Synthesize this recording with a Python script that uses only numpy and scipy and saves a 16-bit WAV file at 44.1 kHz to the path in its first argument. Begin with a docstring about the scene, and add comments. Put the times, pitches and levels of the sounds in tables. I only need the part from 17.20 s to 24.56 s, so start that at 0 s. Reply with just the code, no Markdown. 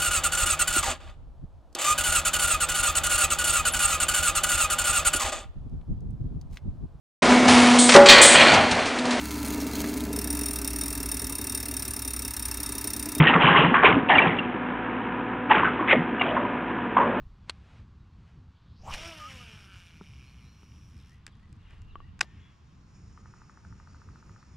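"""A cast on a still lake at dawn.

A baitcasting reel, close to the microphones of a body-worn camera. The thumb bar clicks, the rod
swishes, and the spool whines down under drag as the line hisses out; the handle snaps the gears back
in and winding starts. From the far trees come songbirds and a quick hollow ticking, like a
woodpecker's roll, over a low rumble."""
import sys
import numpy as np
from scipy import signal
from scipy.fft import rfft, irfft, next_fast_len
from scipy.io import wavfile
from scipy.ndimage import uniform_filter1d, map_coordinates

SR = 44100
rng = np.random.default_rng(int(sys.argv[2]) if len(sys.argv) > 2 else 0)


def log_audio(samples):
    """Write samples as a 16-bit WAV file to the path given in sys.argv[1]."""
    # one column per channel
    frames = np.atleast_2d(samples).T
    # limit to full scale, then quantise
    limited = np.clip(frames, -1, 1)
    pcm = np.round(limited * 32767).astype(np.int16)
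    wavfile.write(sys.argv[1], SR, pcm)


N = 324699

# Tone colours. Each row: frequency in Hz, relative spectral density in dB.
RASP_SPECTRUM = [(250, -40), (500, -12), (900, -12), (1400, -4), (1800, -6.5), (2300, -.5), (3000, .5),
                 (3700, -11), (5000, -20), (8000, -62)]  # line slapping on the spool
GUIDE_SPECTRUM = [(2500, -40), (3600, -7), (4700, -2), (5450, 4), (6400, -4), (7700, -10), (9800, -9),
                  (11500, -18), (13000, -14), (15500, -33)]  # line sliding through the guides
BEARING_SPECTRUM = [(3500, -82), (5000, -28), (5400, 12), (5800, 9), (6250, -12), (6900, -1), (8000, -17)]
COIL_SPECTRUM = [(500, -12), (2300, 3), (4000, -5), (9500, -14), (15500, -38)]
BAR_SPECTRUM = [(150, -12), (500, 1), (2400, 0), (4900, -3), (6300, -19), (8600, -12), (14000, -50)]
CRACK_SPECTRUM = [(200, -19), (1600, 1), (8000, -4), (15000, -28)]  # the grit in a click
RATTLE_SPECTRUM = [(200, -4), (400, 2), (5000, -9), (14000, -40)]
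GEAR_SPECTRUM = [(900, -2), (2600, -3), (3500, -20), (4600, -9.5), (5500, 2), (6300, -9), (6800, 1),
                 (7400, -15), (9500, -19), (11000, -46)]
CLOTH_SPECTRUM = [(400, 7), (2500, 4), (7000, -13), (11000, -25), (15000, -46)]
CHORUS_SPECTRUM = [(500, -26), (1900, -5), (3200, -6), (4200, -22.5), (7000, -40.5)]
RUMBLE_SPECTRUM = [(25, -29.5), (50, -3.5), (80, 1.5), (200, -11), (500, -36), (900, -82.5)]
BUFFET_SPECTRUM = [(10, -2), (40, 4), (80, -18), (200, -69)]  # air on the microphones
SHORE_SPECTRUM = [(200, 1.5), (600, -9), (1100, 0), (2000, -12), (4500, -16), (7000, -25), (11000, -44)]
THRUM_SPECTRUM = [(80, -20), (170, 0), (400, -10), (1500, -50)]  # the crank, through the grip

# The spool's hum. Each row: multiple of the spin rate, relative level in dB.
HUM_HARMONICS = [(1, 0), (2, 2.5), (3, -6), (4, -2)]
# Reel resonances that the slowing spool excites. Each row: centre and half width in Hz,
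# start, end, rise and fall in seconds, level in dB.
WHINES = [(1430, 210, 2.39, 2.59, .04, .025, -64.5), (2330, 190, 2.65, 3.25, .2, .07, -74)]

# Struck bodies. Each row: frequency in Hz, relative level in dB, t60 in seconds before added damping.
FRAME_MODES = [(830, -11, .022), (1156, -6.5, .02), (1563, 0, .018), (1960, -3, .018), (2190, -7, .018),
               (2440, -3, .016), (2760, -5, .015), (3690, -9, .012), (5085, -3.5, .01), (7400, -3, .006)]
GRIP_MODES = [(185.8, 3.5, 0.077), (402, -1.5, 0.036), (900, 0, 0.014), (1357, -1.5, 0.016)]
ROD_MODES = [(328, -9, 0.022), (1142, 0.5, 0.032), (3070, -12, 0.011)]
TRUNK_MODES = [(899, -3, 0.025), (1243, 4, 0.018), (1485, 4, 0.0098), (1846, -2, .012)]

# Small impacts at arm's length. Each row: start in seconds, level in dB.
COIL_FLICKS = [(1.7377, -33), (1.7806, -38)]
BAR_SNAPS = [(0.2956, -19), (0.2972, -21), (0.301, -33), (0.3045, -34)]
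GRIP_BUMPS = [(2.8108, -34), (3.431, -46)]
ROD_TAPS = [(4.7558, -31.5), (4.8032, -40)]
# Pawl and line clicks. Each row: start in seconds, level in dB, tilt in dB per octave,
# share of frame ringing.
CLICKS = [(4.066, -27, 3.5, .4), (4.078, -39, -1.5, .3), (4.3277, -45, 4, .4), (4.5076, -47, 0, .4),
          (4.6187, -44.5, 3, .4), (4.9921, -32.5, 0, .3), (5.008, -12.5, .5, .5), (5.0108, -5, .8, .58),
          (5.012, -11.5, -.3, .5), (5.0135, -12.5, -.3, .45)]

# Held sounds. Each row: start, end, rise and fall in seconds, level in dB.
COIL_LASHES = [(1.735, 1.753, .006, .004, -42), (1.815, 1.855, .015, .006, -48.5)]
CRANKING = [(5.05, 5.6, .02, .1, -76), (5.75, 7.4, .1, .1, -68.3)]  # gentle at first, then in earnest
# Swells. Each row: peak time, rise and fall in seconds, level in dB.
RUSTLES = [(.295, .012, .02, -53), (.59, .25, .035, -62), (1.1, .15, .1, -69), (4.08, .004, .012, -58),
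           (4.53, .04, .06, -65)]
CHORUS_SWELLS = [(3.82, .15, .25, -68), (4.5, .1, .3, -70), (5.2, .2, .15, -65.5)]
BODY_TURNS = [(.04, .1, .1, -48), (1.73, .06, .06, -40.5), (4.85, .45, .08, -51)]

# Gliding notes. Each row: start and length in seconds, first, middle and last pitch in Hz, level in dB.
SPOOL_SQUEALS = [(1.995, .095, 1250, 1225, 1310, -43), (2.195, .04, 1240, 1235, 1250, -55)]
BIRD_WHISTLES = [(3.01, .12, 3820, 4190, 4550, -73), (3.2, 0.074, 4450, 3990, 3880, -71.5),
                 (3.25, 0.12, 4080, 4180, 4120, -73), (5.02, .14, 1825, 1795, 1846, -71),
                 (5.21, .06, 3250, 3400, 3320, -67.5), (6.665, 0.06, 3950, 4600, 5230, -76)]
SONG_SYLLABLES = [(0, .07, 4250, 3550, 2650, -76), (.105, .07, 1740, 1890, 2060, -72)]  # the nearest bird; starts count from each repeat
# One bird's falling chirps. Each entry: start in seconds.
CHIRP_TIMES = [6.725, 6.912, 7.187]

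# Stereo width at the camera. Each row: time in seconds, bass side gain in dB, treble side gain in dB.
STEREO_WIDTH = [(1.2, -50, -20), (3.1, -15, -2), (4.8, 2, 1)]


def spool():
    """Close up, the freed spool spins up and coasts down; its hum, rasp and hiss fade as it slows."""
    top_speed_s, top_turns_per_s = 1.89, 338
    spin_up_s, coast_s, drag_power = .33, 1.5, 1.655
    t = np.arange(N) / SR - top_speed_s
    spin_up = np.exp(-(np.minimum(t, 0) / spin_up_s) ** 2)
    coast = (1 + np.maximum(t, 0) / coast_s) ** -drag_power
    speed = top_turns_per_s * np.maximum(spin_up * coast, .1)
    turns = np.cumsum(speed * (1 + .004 * wobble(60) + .009 * wobble(11))) / SR
    halvings = -np.log2(coast)  # each halving of the speed costs a set number of dB
    running = held(1.715, 3.95, .03, .035, db=0)  # from the release until the thumb stops the spool
    jerk = swell(1.743, .008, .012, db=5)  # the lure pulls the line taut
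    pull = running * (1 + jerk) * amp(1.05 * wobble(35))  # loose coils whip through the guides
    thumb_brake = swell(3.9, .3, .1, db=-73.5)
    # a fast spool throws its coils about, a slow one barely slaps them
    regularity = np.interp(speed, [105, 170, 330], [.45, .72, .5])
    slaps = rubbing(turns, sharpness=.6, tick_share=regularity, scatter_db=2)
    sliding = rubbing(turns, sharpness=.4, tick_share=.35, scatter_db=3)
    # the bearing catches twice a turn
    catches = rubbing(2 * turns, sharpness=.5, tick_share=.9, scatter_db=1.5)
    rasp = amp(-45.8 - 14.3 * halvings) * wandering(coloured(slaps, RASP_SPECTRUM))
    hiss = (amp(-52.5 - 13.7 * halvings) + thumb_brake) * wandering(coloured(sliding, GUIDE_SPECTRUM))
    whirr = held(3.4, 3.7, 1.2, .06, db=-70.5) * running * coloured(catches, BEARING_SPECTRUM)
    tone = sum(amp(db + 3 * wobble(25)) * np.sin(2 * np.pi * k * turns + .22 * k * wobble(160))
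               for k, db in HUM_HARMONICS)
    hum = unit(tone) * amp(-49.5 - 40 * halvings) * running * spin_up ** 7
    whine = sum(held(*envelope) * band(slaps, hz, width) for hz, width, *envelope in WHINES)
    return (rasp + hiss) * pull + whirr + whine + hum


def rubbing(turns, sharpness, tick_share, scatter_db):
    """Once a turn comes a slap and a scrape: a tick plus a burst of noise."""
    ticks = np.zeros(N)
    tick_at = np.interp(np.arange(1, int(turns[-1])), turns, np.arange(N))
    taps = tick_at.astype(int)[:, None] + np.arange(-7, 9)  # a sinc sets each tick between samples
    size = amp(scatter_db * rng.standard_normal((len(tick_at), 1)))
    np.add.at(ticks, np.clip(taps, 0, N - 1), size * np.sinc(taps - tick_at[:, None]))
    t = np.arange(SR // 100) / SR
    plates = rng.standard_normal(len(t)) * fade(t, .008)  # the reel's side plates ring briefly
    ticks = signal.fftconvolve(ticks / np.sqrt(np.gradient(turns)), plates)[:N]
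    scrape = rng.standard_normal(N) * np.exp(sharpness * np.cos(2 * np.pi * turns))
    return np.sqrt(tick_share) * unit(ticks) + np.sqrt(1 - tick_share) * unit(scrape)


def wandering(x):
    """The colour drifts as the line wanders across the spool: slow patches of random gain."""
    spectra = signal.stft(x, nperseg=512)[2]
    patches = uniform_filter1d(rng.standard_normal(spectra.shape), size=5, axis=0)
    patches = uniform_filter1d(patches, size=16, axis=1)
    return unit(signal.istft(spectra * amp(1.5 * unit(patches)), nperseg=512)[1][:N])


def squeal():
    """Near top speed the spool sings briefly on one note, then once more, faintly."""
    track = np.zeros(N)
    for start, *note in SPOOL_SQUEALS:
        add(track, start, whistle(*note, waver=.006))
    return track * amp(wobble(70))


def coils():
    """Loose coils flick the guides and lash the rod in bursts; at last the slack line ticks."""
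    track, t = np.zeros(N), np.arange(SR // 30) / SR
    for start, db in COIL_FLICKS:
        add(track, start, amp(db) * fade(t, t60=.011) * noise(COIL_SPECTRUM, len(t)))
    slack = held(4.1, 4.66, .02, .03, db=-80) * patter(COIL_SPECTRUM, per_second=140, spread_db=7)
    lashes = together(held, COIL_LASHES) * patter(COIL_SPECTRUM, per_second=600, spread_db=7)
    return track + slack + lashes


def swish():
    """Rod and, far higher, thin line shed eddies whose pitch follows the speed of the swing."""
    slow_hz, fast_hz = 370, 1110
    eddy_hz = slow_hz + (fast_hz - slow_hz) * swell(1.71, .085, .07, db=0)
    phase = 2 * np.pi * np.cumsum(eddy_hz) / SR
    rod = unit(noise([(120, 2), (450, -13), (2000, -47)]) * np.cos(phase))
    line = unit(noise([(300, 3), (1300, -5), (3500, -40)]) * np.cos(8.4 * phase))
    line_level = held(1.36, 1.68, .07, .025, db=-78) * amp(12 * np.log2(eddy_hz / slow_hz))
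    return swell(1.688, .021, .05, db=-38.3) * rod + line_level * line


def thumb_bar():
    """Right by the microphones, the plastic bar snaps down and frees the spool."""
    track, t = np.zeros(N), np.arange(SR // 20) / SR
    envelope = fade(t, t60=.011) * (1 - np.exp(-t / .0006))
    for start, db in BAR_SNAPS:
        add(track, start, amp(db) * envelope * noise(BAR_SPECTRUM, len(t)))
    return track


def clicks():
    """Each snap of pawl or line is a dry crunch that rings the reel frame and leaves a short rattle."""
    track, t = np.zeros(N), np.arange(SR // 5) / SR
    attack = 1 - np.exp(-t / .00015)
    crack_and_tail = .22 * fade(t, t60=.0085) + .006 * fade(t, t60=.07)
    for start, db, tilt_db, ringing in CLICKS:
        grit = noise(CRACK_SPECTRUM, len(t)) * crack_and_tail
        frame = ringing * ring(FRAME_MODES, t, scatter_db=1, damping=1.35)
        snap = (frame + grit) * attack
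        tilted = filtered(snap, lambda hz: amp(tilt_db * np.log2(np.clip(hz, 400, 9000) / 3000))
                          / np.hypot(1, (hz / 11000) ** 4))  # contact time rounds off the top treble
        add(track, start, amp(db) * unit(tilted) * snap.std())
    return track


def rattle():
    """After the gears snap in, loose parts of the reel chatter and settle."""
    return swell(5.021, .002, .012, db=-42) * patter(RATTLE_SPECTRUM, per_second=700, spread_db=5)


def rod_knocks():
    """Dull bumps of the hand on the grip and hollow taps on the rod."""
    return knocks(GRIP_BUMPS, GRIP_MODES, scatter_db=1) + knocks(ROD_TAPS, ROD_MODES, scatter_db=1)


def handling():
    """Line and sleeve rustle close by; on winding in, the gears whirr and the crank thrums in the grip."""
    rustle = together(swell, RUSTLES) * amp(wobble(25)) * noise(CLOTH_SPECTRUM)
    gears = amp(.87 * wobble(29)) * noise(GEAR_SPECTRUM)
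    thrum = amp(.5 + 2.5 * wobble(9)) * noise(THRUM_SPECTRUM)
    return rustle + together(held, CRANKING) * (gears + thrum)


def woodpecker():
    """Off in the trees, a roll of blows on a hollow trunk quickens and fades."""
    first_s, first_gap_s, gap_ratio = 5.9755, .0816, .987
    beat = np.arange(18)
    times = first_s + first_gap_s * (1 - gap_ratio ** beat) / (1 - gap_ratio)
    blows = zip(times, -42.2 - .2 * beat)
    return tree_echo(knocks(blows, TRUNK_MODES, scatter_db=2), wet_db=-5, t60=.7)


def songbirds():
    """From the tree line: a two-syllable song, falling chirps, single whistles and faint twitter."""
    track = np.zeros(N)
    song_start_s, period_s = 3.78, .305
    song = [(song_start_s + k * period_s + offset, *note)
            for k in range(4) for offset, *note in SONG_SYLLABLES]
    chirps = [(start, .045, 5100, 4350, 3700, -77) for start in CHIRP_TIMES]
    twitter = []
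    for when, octave, glide in rng.random((70, 3)):
        hz, sweep = 2600 * 2 ** octave, .08 * (2 * glide - 1)
        twitter.append((when * N / SR, .06, hz * (1 - sweep), hz, hz * (1 + sweep), -85))
    for start, *note in song + chirps + BIRD_WHISTLES + twitter:
        add(track, start, whistle(*note, waver=.011))
    return tree_echo(track * amp(3 * wobble(50)), wet_db=-3, t60=.55)


def chorus():
    """Birds deep in the trees, heard as a wavering band of noise, and one blurred trill."""
    trill_level = held(4.43, 4.88, .03, .05, db=-73) * amp(3 * wobble(30))
    trill = trill_level * band(rng.standard_normal(N), centre_hz=2790, half_width_hz=130)
    return trill + together(swell, CHORUS_SWELLS) * amp(1.6 * wobble(12)) * noise(CHORUS_SPECTRUM)


def tree_echo(x, wet_db, t60):
    """A far sound with its echo from the tree line."""
    tail = rng.standard_normal(SR) * fade(np.arange(SR) / SR, t60)
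    return x + amp(wet_db) * signal.fftconvolve(x, tail / np.linalg.norm(tail))[:N]


def lake():
    """A low rumble, air buffeting the microphones as the body turns, and the wash of the far shore."""
    draught = together(swell, BODY_TURNS)
    rumble_level = np.hypot(amp(-52.5), amp(-2) * draught) * amp(2.3 * wobble(12))
    rumble = rumble_level * wide(RUMBLE_SPECTRUM, side_db=-19)
    buffet = np.hypot(amp(-66), draught) * wide(BUFFET_SPECTRUM, side_db=-7)
    lulls = sum(swell(s, .04, .085, db=-4.4) for s in (1.38, 5.39))  # the low end dips briefly
    shore = amp(-68.5 + .58 * wobble(2.3)) * wide(SHORE_SPECTRUM, side_db=-4)
    return (1 - lulls) * (rumble + buffet) + shore


def amp(db):
    """Decibels to gain."""
    return 10 ** (np.asarray(db) / 20)


def unit(x):
    """Scale to rms 1."""
    return x / np.sqrt(np.mean(x ** 2) + 1e-20)


def add(track, start, sound):
    """Mix a sound into a track, start in seconds."""
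    part = track[round(start * SR):][:len(sound)]
    part += sound[:len(part)]


def wobble(rate):
    """A smooth random curve, rate knots a second."""
    return map_coordinates(rng.standard_normal(int(N * rate / SR) + 4), [np.arange(N) * rate / SR])


def fade(t, t60):
    """Exponential decay, 60 dB down after t60 seconds."""
    return np.exp(-np.log(1000) * t / t60)


def held(start, end, rise, fall, db):
    """An envelope, timed in seconds: exponential rise, a hold from start to end, exponential fall."""
    t = np.arange(N) / SR
    return amp(db) * np.exp(np.minimum(t - start, 0) / rise - np.maximum(t - end, 0) / fall)


def swell(peak_s, rise, fall, db):
    """An envelope that rises to a peak and falls at once."""
    return held(peak_s, peak_s, rise, fall, db)


def together(envelope, rows):
    """The envelopes of a table of events, added in power."""
    return np.sqrt(sum(envelope(*row) ** 2 for row in rows))


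def filtered(x, response):
    """x through a response given as a function of Hz."""
    n = x.shape[-1]
    padded = next_fast_len(n + 8192)
    return irfft(rfft(x, padded) * response(np.fft.rfftfreq(padded, 1 / SR)), padded)[..., :n]


def band(x, centre_hz, half_width_hz):
    """One flat-topped band of x, at rms 1."""
    return unit(filtered(x, lambda hz: 1 / (1 + ((hz - centre_hz) / half_width_hz) ** 4)))


def coloured(x, spectrum):
    """x shaped by (Hz, dB) points, at rms 1."""
    points_hz, db = np.transpose(spectrum)
    return unit(filtered(x, lambda hz: amp(np.interp(np.log(hz + 1), np.log(points_hz), db))))


def noise(spectrum, samples=N):
    """Noise of rms 1 with the given colour."""
    return coloured(rng.standard_normal(samples), spectrum)


def patter(spectrum, per_second, spread_db):
    """Tiny random ticks of uneven size, at rms 1."""
    ticks = (rng.random(N) < per_second / SR) * amp(spread_db * rng.uniform(-1, 1, N))
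    envelope = signal.fftconvolve(ticks, fade(np.arange(SR // 100) / SR, t60=.006))[:N]
    return coloured(envelope * rng.standard_normal(N), spectrum)


def ring(modes, t, scatter_db, damping=1):
    """Damped modes of alternating sign, a little different at each blow; peak 1."""
    body = np.zeros(len(t))
    for k, (hz, db, t60) in enumerate(modes):
        gain = (-1) ** k * amp(db + scatter_db * rng.standard_normal())
        body += gain * fade(t * damping, t60) * np.sin(2 * np.pi * hz * t)
    return body / np.abs(body).max()


def knocks(blows, modes, scatter_db):
    """A series of blows on one damped body."""
    track, t = np.zeros(N), np.arange(SR // 6) / SR
    for start, db in blows:
        add(track, start, amp(db) * ring(modes, t, scatter_db))
    return track


def whistle(length_s, first_hz, middle_hz, last_hz, db, waver):
    """A rounded note gliding through three pitches, blurred by a quick waver (a share of the pitch)."""
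    progress = np.linspace(0, 1, int(length_s * SR))
    glide = np.polyval(np.polyfit([0, .5, 1], [first_hz, middle_hz, last_hz], 2), progress)
    hz = glide * (1 + waver * wobble(400)[:len(progress)])
    envelope = np.sqrt(4 * progress * (1 - progress))
    return amp(db) * envelope * unit(np.sin(2 * np.pi * np.cumsum(hz) / SR))


def placed(x, pan_db, lag_us):
    """A source at the two close microphones; the left hears it pan_db louder and lag_us later."""
    sides = np.array([[1], [-1]]) / 2
    return filtered(x, lambda hz: amp(pan_db * sides) * np.exp(-2j * np.pi * hz * sides * lag_us / 1e6))


def wide(spectrum, side_db):
    """Stereo noise, mostly alike at both microphones."""
    return noise(spectrum) + amp(side_db) * noise(spectrum) * np.array([[1], [-1]])


def scene():
    """The tackle at arm's length, the birds far off, the lake all around."""
    cast = placed(spool() + coils() + squeal(), pan_db=-.5, lag_us=18) + swish()
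    snaps = placed(rod_knocks() + thumb_bar() + clicks() + rattle(), pan_db=1.2, lag_us=6)
    hands = placed(handling(), pan_db=-1, lag_us=23)
    trees = placed(woodpecker() + chorus() + songbirds(), pan_db=1.9, lag_us=23)
    return cast + snaps + hands + trees + lake()


def record(dry):
    """The camera's microphones: near mono at first, widening treble first, with a faint hiss."""
    split_hz, top_hz = 1800, 15700
    mid, side = (dry[0] + dry[1]) / 2, (dry[0] - dry[1]) / 2
    times, *side_gains = np.transpose(STEREO_WIDTH)
    bass_db, treble_db = (np.interp(np.arange(N) / SR, times, db) for db in side_gains)
    bass = filtered(side, lambda hz: 1 / (1 + (hz / split_hz) ** 2))
    side = amp(bass_db) * bass + amp(treble_db) * (side - bass)
    hiss = amp(-102) * rng.standard_normal((2, N))
    return filtered(np.array([mid + side, mid - side]) + hiss, lambda hz: hz < top_hz)


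dry = scene()
out = record(dry)
log_audio(out)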